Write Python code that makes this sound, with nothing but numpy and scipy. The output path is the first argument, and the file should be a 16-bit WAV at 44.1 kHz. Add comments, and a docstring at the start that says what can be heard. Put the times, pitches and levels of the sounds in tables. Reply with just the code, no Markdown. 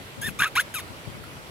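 """A broad outdoor wash of leaves and water (shaped noise) and light wind (low lumpy noise) run throughout.
From 0.21 s a fruit bat near a two-port microphone gives four short, hoarse squawks, the last ending at
0.81 s: snapping vocal folds, a second throat vibration and breath noise make them. Two tiny creaks
(noise bursts) follow the first squawk. From 0.88 s come six small ticks: short rings, each with a snap."""
import sys
import numpy as np
from scipy import signal
from scipy.fft import rfft, irfft
from scipy.io import wavfile
from scipy.ndimage import uniform_filter1d

SR = 44100
rng = np.random.default_rng(int(sys.argv[2]) if len(sys.argv) > 2 else 0)


def generate_wav(signal):
    """Clip the signal to [-1, 1] and save it as 16-bit WAV at the path in sys.argv[1]."""
    frames = np.transpose(np.atleast_2d(signal))
    scaled = np.clip(frames, -1, 1) * 32767
    pcm = np.round(scaled).astype(np.int16)
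    wavfile.write(sys.argv[1], SR, pcm)


def invert_db(x):
    """Field ratio 10**(x/20) for x, a level in decibels (scalar or array-like)."""
    u = np.asarray(x, float) / 20
    return 10 ** u


N = 66150  # length [samples]


def evened(x):
    """Scales a sound to an rms of 1."""
    return x / np.sqrt(np.mean(x ** 2) + 1e-20)


def steady(x):
    """Holds the running level at 1, so that a level curve can shape it later."""
    power = uniform_filter1d(x ** 2, 300, mode="reflect")
    power = uniform_filter1d(power, 300, mode="reflect")
    return x / np.sqrt(power + 1e-20)


def wobble(count, size):
    """Smooth random drift of rms 1; a larger size drifts more slowly."""
    drift = uniform_filter1d(rng.standard_normal(count), size)
    return evened(uniform_filter1d(drift, size))


def read(points, hz, order=1):
    """Reads one column of a table along a log-frequency axis."""
    columns = np.transpose(points)
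    return np.interp(np.log(hz + 1), np.log(columns[0] + 1), columns[order])


def colour(x, points):
    """Filters a sound to the given spectrum, without sounding ahead of its input (minimum phase)."""
    log_gain = np.log(invert_db(read(points, abs(np.fft.fftfreq(4096, 1 / SR)))))
    phase = -signal.hilbert(log_gain).imag
    taps = np.fft.ifft(np.exp(log_gain + 1j * phase)).real[:1024]
    return signal.fftconvolve(x, taps)[:len(x)]


def add(mix, start_s, sound):
    """Mixes a sound in at its start time, cutting off what runs past the end."""
    part = mix[..., round(start_s * SR):][..., :sound.shape[-1]]
    part += sound[..., :part.shape[-1]]


# how strong the wash is at each pitch: (frequency [Hz], relative level [dB per Hz])
WASH_SPECTRUM = [(24, -38), (40, -9), (124, -2), (220, -11), (297, -8.5), (646, -10), (715, -12.5),
                 (1440, -12), (1630, -14.5), (2910, -16), (6490, -27), (12500, -28), (16000, -39.5)]
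# how the wash differs between the ports:
# (frequency [Hz], left minus right [dB], likeness [0-1], phase by which left leads [radians])
WASH_STEREO = [(40, 7, 0.98, 1.5), (141, -1, 0.66, -1), (463, -0.5, 0.9, -0.5), (945, 0.5, 0.32, 1.5),
               (1810, 0, 0.34, 3.5), (2470, 0, 0.035, -3.5), (4300, -5, 0.033, 4.), (7000, 1, 0.15, -3),
               (15500, -0.5, 0.029, 14)]


def wash():
    """Distant leaves and water: many small sounds blur into noise, with patches and swells of level."""
    level_db, patch_db, swell_db = -42, 1.2, 0.4
    frames, hz = N // 256 + 5, np.fft.rfftfreq(1024, 1 / SR)
    a, b, c, d, patches = rng.standard_normal((frames, 513, 5)).T
    patches = uniform_filter1d(patches, 12, 0)  # across frequency
    patches = evened(uniform_filter1d(patches, 10, 1))  # across time
    left, other = a + 1j * b, c + 1j * d
    same = np.clip(read(WASH_STEREO, hz, order=2), -1, 1)[:, None]
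    lag = np.exp(-1j * read(WASH_STEREO, hz, order=3))[:, None]
    lean = invert_db(read(WASH_STEREO, hz) / 2)[:, None]
    right = same * lag * left + np.sqrt(1 - same ** 2) * other
    spectra = np.array([lean * left, right / lean])
    swells = swell_db * wobble(frames, size=6)
    spectra *= invert_db(read(WASH_SPECTRUM, hz)[:, None] + patch_db * patches + swells)
    sound = signal.istft(spectra, nperseg=1024, noverlap=768)[1][:, :N]
    return invert_db(level_db) * evened(sound)


# strength of the wind: (time [s], level before a small trim [dB], left minus right [dB])
WIND_GUSTS = [(0.0, -39.5, 14), (0.028, -55, 4.5), (0.124, -62, 1), (0.188, -41.5, 14), (0.216, -43.5, 10),
              (0.304, -40, 14), (0.37, -53.5, 0), (0.416, -32.5, -3.5), (0.466, -58.5, -6),
              (0.884, -55.5, -12), (0.91, -45, 13), (0.964, -72, -5), (1.082, -46, 20), (1.11, -49, 12),
              (1.206, -49, 16), (1.5, -51.5, 6.5)]


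def port_buffeting():
    """Wind at one port: noise in uneven lumps, passed twice through a low, wide resonance."""
    peak_hz, width_hz, low_cut_hz, lump_db = 117, 207, 59.5, 3.5
    lumpy = rng.standard_normal(N) * invert_db(lump_db * wobble(N, size=200))
    resonance = signal.iirpeak(peak_hz, peak_hz / width_hz, fs=SR)
    low = signal.lfilter(*resonance, signal.lfilter(*resonance, lumpy))
    return evened(signal.lfilter(*signal.butter(2, low_cut_hz, "high", fs=SR), low))


def wind():
    """Light wind buffets each port with its own noise, following the table of gusts."""
    trim_db = 0.5
    s, level_db, pan_db = np.transpose(WIND_GUSTS)
    t = np.arange(N) / SR
    level_db, pan_db = np.interp(t, s, level_db), np.interp(t, s, pan_db)
    left = port_buffeting() * invert_db(level_db + pan_db / 2)
    right = port_buffeting() * invert_db(level_db - pan_db / 2)
    return np.array([left, right]) * invert_db(trim_db)


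def tick(level_db, hz, pan_db):
    """A small tick: a pure ring and a noisy snap die away together."""
    t60_s, snap_db = 0.026, -14  # time to fall by 60 dB; snap against ring
    t = np.arange(1200) / SR
    ring = np.sin(2 * np.pi * hz * t)
    snap = invert_db(snap_db) * rng.standard_normal(1200)
    sound = (ring + snap) * invert_db(level_db - 60 * t / t60_s)
    return sound * invert_db(np.array([[pan_db / 2], [-pan_db / 2]]))


# the small ticks: (time [s], level of the ring at its start [dB], pitch [Hz], left minus right [dB])
TICK_EVENTS = [(.879, -42, 1380, 3), (1.051, -40.5, 2330, .5), (1.239, -33, 1360, -5),
               (1.257, -42, 1400, 0), (1.268, -41, 1300, 0), (1.309, -48, 2380, 0)]


def ticks():
    """Places each tick at its time."""
    mix = np.zeros((2, N))
    for s, *settings in TICK_EVENTS:
        add(mix, s, tick(*settings))
    return mix


# how the bat reaches the two ports:
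# (frequency [Hz], left minus right [dB], phase by which left leads [radians])
PATH_TO_PORTS = [(463, 6, 0), (1190, -1.5, 0), (1800, 0.5, -.2), (2600, 1, -0.9), (3060, 4, -1.5),
                 (4100, -1.5, -1.47), (4550, 11.5, -2), (5370, -12, -2), (6350, -2, -6), (7370, 2.5, -7.5),
                 (8960, -1, -9), (9450, -9, -7.5), (10140, 14, -4.5), (11470, 17, -4), (13020, -20, -5.2),
                 (14300, 15, -11), (15300, 9, -11)]


def at_ports(bat):
    """The bat's sound reaches each port differently, then scatters briefly off branches and roof."""
    scatter_db, t60_s = -8, 0.05
    treble_tilt = 0.71  # 0-1, how much more the treble scatters
    hz = np.fft.rfftfreq(N, 1 / SR)
    half = invert_db(read(PATH_TO_PORTS, hz) / 2) * np.exp(0.5j * read(PATH_TO_PORTS, hz, order=2))
    direct = irfft(rfft(bat) * np.array([half, 1 / half]), N)
    t = np.arange(3000) / SR
    sparse = rng.random((2, 3000)) < 0.05
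    taps = rng.choice([-1., 1.], (2, 3000)) * sparse
    taps = taps * invert_db(-60 * t / t60_s) * (t > 0.002)
    taps = taps[:, 1:] - treble_tilt * taps[:, :-1]
    taps /= np.linalg.norm(taps, axis=1, keepdims=True)
    scatter = signal.fftconvolve(direct, taps, axes=1)[:, :N]
    return direct + invert_db(scatter_db) * scatter


# tone colour of the hiss: (frequency [Hz], relative level [dB])
HISS_SPECTRUM = [(1000, -20.5), (3000, -5), (4800, -17.5), (6700, -11.5), (8000, -9), (8800, -14.5),
                 (10100, 0.5), (10900, -12.5), (11700, -2.5), (13400, -16.5), (14200, -14.5),
                 (15300, -11.5), (16500, -42)]


def hiss_coloured(noise):
    """Gives noise the uneven peaks of the bat's hiss."""
    return colour(noise, HISS_SPECTRUM)


def creak(level_db):
    """One lone snap of the folds: a quickly fading noise burst, coloured as the hiss."""
    burst = rng.standard_normal(200) * np.exp(-np.arange(200) / 20)
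    snap = hiss_coloured(burst)
    return invert_db(level_db) * snap / abs(snap).max()


# single fold snaps as the first squawk ends: (time [s], peak level before the path to the ports [dB])
CREAK_EVENTS = [(0.3044, -36), (0.3081, -35)]


def creaks():
    """Places each lone fold snap at its time."""
    mix = np.zeros(N)
    for s, level_db in CREAK_EVENTS:
        add(mix, s, creak(level_db))
    return mix


# tone colour of the throat: (frequency [Hz], relative level [dB])
THROAT_SPECTRUM = [(60, -54), (200, -57), (700, -23), (850, -18), (1000, -10.5), (1450, -4.5), (1750, -5),
                   (2050, -7), (2550, -1.5), (3050, -12.5), (3700, -3.5), (4300, -12.5), (4750, -19.5),
                   (5300, -13), (6000, -10), (7400, -6.5), (8700, -26), (11000, -25), (16000, -46)]


def through_throat(x):
    """The throat's resonances colour a sound, which is then held at an even level."""
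    return steady(colour(x, THROAT_SPECTRUM))


# a second vibration in the throat, beside the folds:
# (time [s], pitch [Hz], strength against the folds [ratio])
SECOND_VIBRATION = [(.245, 2600, 0.), (.255, 2650, .05), (.283, 2550, .05), (.288, 2520, .4),
                    (.291, 2560, 1.), (.294, 2560, 5.), (.299, 2550, 5.), (.302, 2550, 0.), (.4, 1650, 0.),
                    (.403, 1580, 1.2), (.408, 1495, 4.), (.416, 1380, 3.), (.422, 1555, 4.),
                    (.427, 1670, 1.6), (.438, 1690, 3.5), (.444, 1690, 3.5), (.447, 1680, 1.2),
                    (.455, 1580, 1.5), (.459, 1520, 0.), (.6, 1600, 0.), (.602, 1550, .8), (.607, 1520, .6),
                    (.609, 1500, 0.)]


def second_vibration(t, rough):
    """A second vibration with its own pitch, less regular when the voice is rough; also its strength."""
    jitter = 0.16  # rms share of the pitch at full roughness
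    s, *columns = np.transpose(SECOND_VIBRATION)
    hz, share = (np.interp(t, s, c, left=0, right=0) for c in columns)
    hz = hz * (1 + jitter * rough * wobble(len(t), size=20))
    return np.cos(2 * np.pi * np.cumsum(hz) / SR), np.maximum(share, 0)


def fold_vibration(hz, rough):
    """The vocal folds' own swing: its pitch wavers a little and jitters when rough."""
    jitter, waver = 0.08, 0.008  # rms shares of the pitch, jitter at full roughness
    drift = jitter * rough * wobble(len(hz), size=20) + waver * wobble(len(hz), size=90)
    return np.cos(2 * np.pi * np.cumsum(hz * (1 + drift)) / SR)


def squawk(rows, voiced):
    """Folds snap open once a cycle, mixed with a second vibration; noise and hiss puff along."""
    breathy, voicing_s = 0.87, 0.0041  # roughness outside the voiced span, and how fast it sets in
    puff = 0.28  # share of the noise that comes in a puff with each cycle
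    shimmer_db, flutter_db = 1.2, 2.5
    rasp_top_hz = 3450  # the rough noise is duller than the folds' snap
    s, *columns = np.transpose(rows)
    t = np.arange(s[0], s[-1], 1 / SR)
    hz, voice_db, hiss_db, sharp, rough = (np.interp(t, s, c) for c in columns)
    outside = np.clip(np.maximum(voiced[0] - t, t - voiced[1]) / voicing_s, 0, 1)
    rough = np.clip(rough + (breathy - rough) * outside, 0, 1)

    second, share = second_vibration(t, rough)
    vibration = (fold_vibration(hz, rough) + share * second) / (1 + share)
    opening = 1 / (1 - np.clip(sharp, 0.05, 0.98) * vibration)  # sharper folds open in narrower peaks
    swing = opening - uniform_filter1d(opening, 400, mode="reflect")
    # the level flutters more while two vibrations sound together
    unsteady_db = (shimmer_db + flutter_db * np.minimum(share, 1)) * wobble(len(t), size=60)
    tone = -through_throat(swing) * invert_db(unsteady_db)

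    puffs = (1 - puff + puff * steady(opening)) * rng.standard_normal((2, len(t)))
    dull = signal.lfilter(*signal.butter(2, rasp_top_hz, fs=SR), puffs[0])
    voice = np.sqrt(1 - rough ** 2) * tone + rough * through_throat(dull)
    hiss = evened(hiss_coloured(puffs[1]))
    fades = np.minimum(1, np.minimum(t - s[0], s[-1] - t) / 0.00072)  # soft start and end
    return fades * (invert_db(voice_db) * voice + invert_db(hiss_db) * hiss)


# the course of each squawk, with levels before the path to the ports: (time [s], pitch [Hz],
# voice level [dB], hiss level [dB], fold sharpness [0-1], roughness while voiced [0-1])
FIRST_SQUAWK = [(.214, 1726, -49, -38, 1, .3), (.219, 1657, -39.5, -34.5, 1, 0),
                (.226, 1621, -34.5, -39.5, 1, 0), (.234, 1651, -28.5, -38, 0.87, 0.06),
                (.239, 1786, -32.5, -41, 0.84, .18), (.244, 1716, -31, -40.5, .9, 0),
                (.26, 1820, -31, -42, 0.77, 0.13), (0.271, 1800, -30, -36, 0.67, .18),
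                (0.279, 1737, -32.5, -39, 0.9, 0), (.289, 1514, -32.5, -38.5, 0.7, 0.31),
                (.293, 1390, -36.5, -42, 0.7, 0.4), (.304, 1310, -51, -48, .8, .3)]
SECOND_SQUAWK = [(.389, 1111, -39, -34, 1, .25), (.394, 1180, -28.5, -41, 1, 0.11),
                 (0.4, 1276, -22.5, -40, 0.9, .16), (.406, 1247, -20, -35, 0.87, 0.29),
                 (.412, 1233, -22.5, -33, 0.66, 0.45), (.423, 1152, -20.5, -40, 0.8, 0.29),
                 (0.431, 1145, -23, -38, 0.75, 0.34), (.443, 1085, -21.5, -38, 0.82, 0.3),
                 (.448, 1256, -25, -41, 0.94, 0.34), (.455, 1283, -21.5, -55, 0.6, 0.31),
                 (.46, 1238, -27, -49, 0.73, 0.18), (.468, 1414, -27, -45, 0.67, 0.23),
                 (0.473, 1328, -24, -44, 0.73, 0.18), (.478, 1258, -37, -39, 1, 0.8),
                 (.486, 1270, -39, -49, 0.91, 0.41), (.492, 1240, -50, -62, .8, .3)]
THIRD_SQUAWK = [(.553, 785, -31.5, -35, 0.96, 0.34), (.5595, 794, -25, -34.5, 0.95, 0.23),
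                (.561, 927, -25, -36, 0.97, .16), (.566, 1015, -22, -37, 0.96, 0.14),
                (.575, 1230, -20, -36, 0.9, .15), (.583, 1422, -14.5, -39, 0.65, 0.26),
                (.591, 1467, -19.5, -44, 0.72, 0.1), (.599, 1604, -17, -32, 0.76, 0.12),
                (0.6007, 1720, -20.5, -33, .85, 0.2), (.605, 1853, -21, -32, 0.87, 0.29),
                (.61, 2162, -30.5, -33.5, 0.99, 0.49), (0.616, 1820, -35, -37, 0.87, 0.67),
                (.628, 1800, -48, -55, 1, .5)]
FOURTH_SQUAWK = [(.74, 1622, -39, -33, 0.71, 0.26), (.745, 1608, -37.5, -36, 0.85, 0.12),
                 (.751, 1453, -33, -33, 0.89, .15), (.758, 1253, -35, -37, 1, .18),
                 (0.761, 1287, -34, -41, 1, 0.13), (.772, 1240, -29.5, -39, 0.97, .1),
                 (.78, 1183, -34, -46, 0.98, .1), (.788, 1094, -31.5, -40, .96, .12),
                 (.795, 959, -36.5, -41, 1, .15), (.802, 744, -40, -40, 1, 0.33),
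                 (.812, 720, -43.5, -52, .9, .3)]
# when the folds vibrate, one row for each squawk: (start time [s], end time [s])
VOICED_SPANS = [(.218, .299), (.391, .484), (.554, .618), (.742, .802)]


def squawks():
    """Places the bat's four squawks, each starting at the first time in its table."""
    mix = np.zeros(N)
    for rows, voiced in zip((FIRST_SQUAWK, SECOND_SQUAWK, THIRD_SQUAWK, FOURTH_SQUAWK), VOICED_SPANS):
        add(mix, rows[0][0], squawk(rows, voiced))
    return mix


def scene():
    """Adds the wash, wind and ticks to the bat as it reaches the ports."""
    return wash() + wind() + ticks() + at_ports(creaks() + squawks())


def top_cut(x):
    """Nothing passes above the cut-off."""
    return signal.sosfilt(signal.butter(12, 16490, fs=SR, output="sos"), x)


def record(dry):
    """The microphone weakens the bass below 45 Hz."""
    mix = signal.lfilter(*signal.butter(2, 45, "high", fs=SR), dry)
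    return top_cut(mix)


dry = scene()
out = record(dry)
generate_wav(out)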